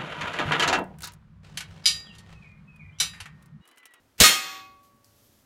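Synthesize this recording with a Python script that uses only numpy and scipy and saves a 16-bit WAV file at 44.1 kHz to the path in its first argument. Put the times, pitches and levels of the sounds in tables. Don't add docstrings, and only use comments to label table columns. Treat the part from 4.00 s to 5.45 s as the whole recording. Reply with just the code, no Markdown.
import sys
import numpy as np
from scipy import signal
from scipy.fft import rfft, irfft, next_fast_len
from scipy.io import wavfile
from scipy.ndimage import uniform_filter1d, minimum_filter1d, map_coordinates

SR = 44100
rng = np.random.default_rng(int(sys.argv[2]) if len(sys.argv) > 2 else 0)


def materialize(psi):
    bounded = np.clip(np.atleast_2d(psi).T, -1, 1)
    quanta = np.round(bounded * 32767).astype(np.int16)
    wavfile.write(sys.argv[1], SR, quanta)


N = 63945
TIME = np.arange(N) / SR
CRACK_S, REBOUND_S, RECOIL_S, TRAP_S = 0.2009, 0.2095, 0.2085, 0.2346
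CUTOFF_HZ = 15900


# frequency in Hz, relative level in dB.
CRACK_EQ = [(59, -44), (100, -16), (774, -19), (1760, -6), (2320, -10), (5280, -2.5), (5870, -9.5),
            (6390, -4), (12300, -15.5), (14500, -13), (15500, -17.5)]

def piston_crack():
    return blows([(CRACK_S, 3.5)], CRACK_EQ, attack=.0025, t60=.016, room_db=-6, build_s=.012)


# frequency in Hz, relative level in dB.
CHATTER_EQ = [(30, -7), (60, -7), (200, -1.5), (330, -6.5), (520, -3.5), (870, -13.5), (1300, -9),
              (2400, -4), (3500, 1.5), (5000, -9), (6850, -3.5), (10000, -14.5), (12800, -8.5),
              (15500, -15.5)]

def spring_chatter():
    return blows([(REBOUND_S, -3)], CHATTER_EQ, attack=.00044, t60=.18, room_db=-.5, build_s=.018)


# pitch in Hz, level in dB, t60 in seconds.
THUMP_MODES = [(66, -1.5, 0.079), (156.5, -3, 0.059), (212, -3, 0.062), (363.7, -11.5, 0.092),
               (488, -7, 0.054), (609, -11, .09)]

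def stock_thump():
    return ringing(THUMP_MODES, RECOIL_S, build_cycles=.42, waver=.11, waver_rate=90.54)


# pitch in Hz, level in dB, t60 in seconds.
LINGERING_MODES = [(311, -43.5, 1.2), (380, -46, 1.2), (572, -67.5, 9), (769, -21, .74), (830, -27.5, 0.16),
                   (951, -26, .65), (1006, -25, .55), (1128.3, -21.5, 1.065)]

def lingering_ring():
    return ringing(LINGERING_MODES, CRACK_S, build_cycles=18, waver=.017, waver_rate=12)


# frequency in Hz, relative level in dB.
SMACK_EQ = [(180, -46), (300, -13), (417, -17), (461, -17), (756, -12.5), (892, -29), (1120, -20),
            (1220, -3), (1370, -23), (1840, -4.5), (2280, -17.5), (4210, -4.5), (4880, -16), (6790, -4),
            (7620, -9), (8280, -13.5), (15500, -18.5)]
# pitch in Hz, relative level in dB, t60 in seconds.
TRAP_MODES = [(1241, -3, .41), (1433, -16, .52), (1522, -13, .37), (1669, -18, .53), (1850, -10, .36),
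              (1891, -9, .43), (2053, -14, .47), (2169, -9, .5), (2530, -5, .49), (2614, -12, .46),
              (2822, -10, .39), (3122, -10, .34), (3191, -6, .41), (3531, -11, .47), (3654, -10, .4),
              (3754, -9, .33), (4309, -1, .41), (4643, -12, .39), (5363, -12, .38), (5413, -7, .41),
              (6088, -8, .39), (6908, -15, .42), (7004, -4, .36), (8036, -11, .35), (9644, -17, .36),
              (10508, -19, .28)]

def trap_hit():
    smack = blows([(TRAP_S, -5)], SMACK_EQ, attack=.00065, t60=.13, room_db=3, build_s=.021, grain_db=0)
    steel = ringing(TRAP_MODES, TRAP_S, build_cycles=12, waver=.5, waver_rate=31.8)
    return smack + from_db(-1) * steel


# frequency in Hz, relative level in dB.
SHIMMER_EQ = [(600, -10), (1000, -9.5), (1900, 1), (3200, 3.5), (4300, -8.5), (6800, -3), (9000, 4),
              (13000, 0.5)]

def trap_shimmer(count=110, low_hz=801, high_hz=12890, scatter_db=7):
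    out, kick = np.zeros(N), np.zeros(N)
    kick[int(TRAP_S * SR)] = 1
    for k, (place, sign, size) in enumerate(rng.random((count, 3))):
        hz = low_hz + (high_hz - low_hz) * ((k + place) / count) ** 1.5
        db = -23 + at_hz(SHIMMER_EQ, hz) + scatter_db * (2 * size - 1)
        t60 = 1.027 * at_hz(ROOM_DECAY, hz)
        radius, angle = from_db(-60 / (t60 * SR)), 2 * np.pi * hz / SR
        mode = signal.lfilter([0, np.sin(angle)], [1, -2 * radius * np.cos(angle), radius ** 2], kick)
        out += np.sign(sign - .5) * from_db(db) * mode
    return out * np.clip((TIME - TRAP_S) / .02, 0, 1)


# start in seconds, level in dB.
SEAR_HITS = [(0.1799, -42), (0.1859, -39)]
# frequency in Hz, relative level in dB.
SEAR_EQ = [(300, -10.5), (1500, 0), (3500, 2.5), (7500, 2), (10000, -10.5), (12500, -1), (15500, -7)]

def sear_clicks():
    return blows(SEAR_HITS, SEAR_EQ, attack=.0004, t60=.018, room_db=-8.5, build_s=.003)


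# frequency in Hz, relative level in dB.
RUSH_EQ = [(60, 6), (200, 9.5), (600, -4), (1500, -0.5), (3000, 0.5), (5000, -14.5), (8200, -10),
           (10000, -22), (15000, -19)]

def piston_rush(start=.184, growth_db_per_s=797.5):
    gate = np.clip((TIME - start) / .0064, 0, 1) * np.clip((CRACK_S - TIME) / .004 + 1, 0, 1)
    swell = from_db(-36 + growth_db_per_s * np.minimum(TIME - CRACK_S, 0))
    return gate * swell * noise(RUSH_EQ)


# start in seconds, level in dB.
TICK_HITS = [(0.833, -59), (1.0451, -44)]
# start in seconds, level in dB.
BUMP_HITS = [(0.939, -56), (1.075, -66), (1.29, -64)]
# time in seconds, level in dB.
SLEEVE_RIDE = [(0.0, -95.5), (0.81, -90.5), (0.84, -67), (0.93, -80), (1.03, -78), (1.08, -71.5),
               (1.18, -65), (1.3, -65), (1.38, -67.5), (1.45, -72)]
# frequency in Hz, relative level in dB.
TICK_EQ = [(1000, -30.5), (3300, -15), (4300, 4), (5800, 0.5), (8000, 0.5), (12500, -2.5), (15500, -5)]
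BUMP_EQ = [(30, -20), (85, 3), (130, 12.5), (160, -24), (230, 4.5), (400, -38), (1500, -34), (5000, -36)]
SLEEVE_EQ = [(500, -2), (1500, -9.5), (3000, 0.5), (4500, 0.5), (6500, 2), (9000, -2.5), (13000, 3.5),
             (15500, -6.5)]

def handling():
    ticks = blows(TICK_HITS, TICK_EQ, attack=.00015, t60=.0034, room_db=-18.5, build_s=.0022)
    bumps = sum(from_db(db) * envelope(s, attack=.0081, t60=.33) for s, db in BUMP_HITS) * noise(BUMP_EQ)
    sleeves = curve(SLEEVE_RIDE) * from_db(1.1 * drift(35)) * noise(SLEEVE_EQ)
    return ticks + bumps + sleeves


# time in seconds, level in dB.
RUMBLE_RIDE = [(0, -62.5), (0.1, -77.5), (0.6, -65.5), (0.9, -68), (1.02, -75.5), (1.15, -66),
               (1.45, -68.5)]
# frequency in Hz, relative level in dB.
RUMBLE_EQ = [(30, -15), (70, -5.5), (105, 5), (160, -12), (225, 0.5), (330, -8), (600, -13.5), (1200, -28),
             (4000, -52)]
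HISS_EQ = [(30, -9), (70, -2.5), (130, -7), (300, -8.5), (600, -13), (1300, -15), (2500, -20),
           (6000, -23.5), (9000, -26.5), (13000, -26), (15500, -29)]

def room_tone():
    return from_db(-67.5) * noise(HISS_EQ) + curve(RUMBLE_RIDE) * noise(RUMBLE_EQ)


# frequency in Hz, t60 in seconds.
ROOM_DECAY = [(60, .24), (150, 0.41), (400, .44), (1000, .46), (2500, 0.45), (5000, 0.44), (8000, 0.35),
              (12000, .275), (14000, 0.48), (15500, .2)]

def blows(hits, eq, attack, t60, room_db, build_s, grain_db=4):
    edges = np.r_[np.geomspace(40, 9000, 22), 11000, 13000, 14500, 16000]
    centres = np.sqrt(edges[1:] * edges[:-1])
    gains = from_db(at_hz(eq, centres)) * np.sqrt(np.diff(edges))
    grain = from_db(grain_db * drift(600))
    direct_power = sum((from_db(db) * envelope(s, attack, t60) * grain) ** 2 for s, db in hits)
    out = np.zeros(N)
    for band, hz, gain in zip(zip(edges, edges[1:]), centres, gains / np.linalg.norm(gains)):
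        room_t60 = at_hz(ROOM_DECAY, hz)
        tail_power = sum((from_db(db + room_db) * envelope(s, build_s, room_t60)) ** 2 for s, db in hits)
        bandpass = signal.butter(3, band, "band", fs=SR, output="sos")
        band_noise = rms_one(signal.sosfilt(bandpass, rng.standard_normal(N)))
        out += gain * np.sqrt(direct_power + tail_power) * band_noise
    return out


def ringing(modes, start, build_cycles, waver, waver_rate):
    out = np.zeros(N)
    for hz, db, t60 in modes:
        wander = drift(waver_rate) + 1j * drift(waver_rate)
        reflections = (1 + waver * wander) / np.sqrt(1 + 2 * waver ** 2)
        tone = np.imag(reflections * np.exp(2j * np.pi * hz * (TIME - start)))
        out += from_db(db) * envelope(start, build_cycles / hz, t60) * tone
    return out


def noise(eq):
    size = next_fast_len(N)
    hz = np.maximum(np.fft.rfftfreq(size, 1 / SR), 1)
    spectrum = rfft(rng.standard_normal(size)) * from_db(at_hz(eq, hz)) * (hz < CUTOFF_HZ)
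    return rms_one(irfft(spectrum, size)[:N])


def envelope(start, attack, t60):
    age = np.maximum(TIME - start, 0)
    return np.minimum(age / attack, 1) * from_db(-60 * age / t60)


def drift(rate):
    coarse = TIME[::16]
    knots = rng.standard_normal(2048)
    return np.interp(TIME, coarse, map_coordinates(knots, [coarse * rate], order=3, mode="wrap"))


def curve(ride):
    return from_db(np.interp(TIME, *np.transpose(ride)))


def at_hz(points, hz):
    freqs, values = np.transpose(points)
    return np.interp(np.log(hz), np.log(freqs), values)


def from_db(db):
    return 10 ** (np.asarray(db) / 20)


def rms_one(x):
    return x / np.sqrt(np.mean(np.abs(x) ** 2) + 1e-20)


def scene():
    release = sear_clicks() + piston_rush()
    shot = piston_crack() + spring_chatter() + stock_thump() + lingering_ring()
    return (release + shot + trap_hit() + trap_shimmer() + handling() + room_tone())[None]


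def gain_control(x, limit_db=-8.5, sense_s=.005, hold_s=.16, release_db_per_s=76.5):
    power = uniform_filter1d(x ** 2, int(sense_s * SR))
    excess_db = np.maximum(10 * np.log10(np.abs(power) + 1e-12) - limit_db, 0)
    half = int(hold_s * SR / 2)
    held_db = -minimum_filter1d(-excess_db, 2 * half + 1, origin=half, mode="constant")
    release_db = release_db_per_s * TIME
    return x * from_db(release_db - np.maximum.accumulate(held_db + release_db))


def record(dry):
    ceiling = 1.1
    rounded = ceiling * np.tanh(gain_control(dry[0]) / ceiling)
    top_cut = signal.ellip(10, .2, 80, CUTOFF_HZ, fs=SR, output="sos")
    return signal.sosfilt(top_cut, rounded)[None]


dry = scene()
out = record(dry)
materialize(out)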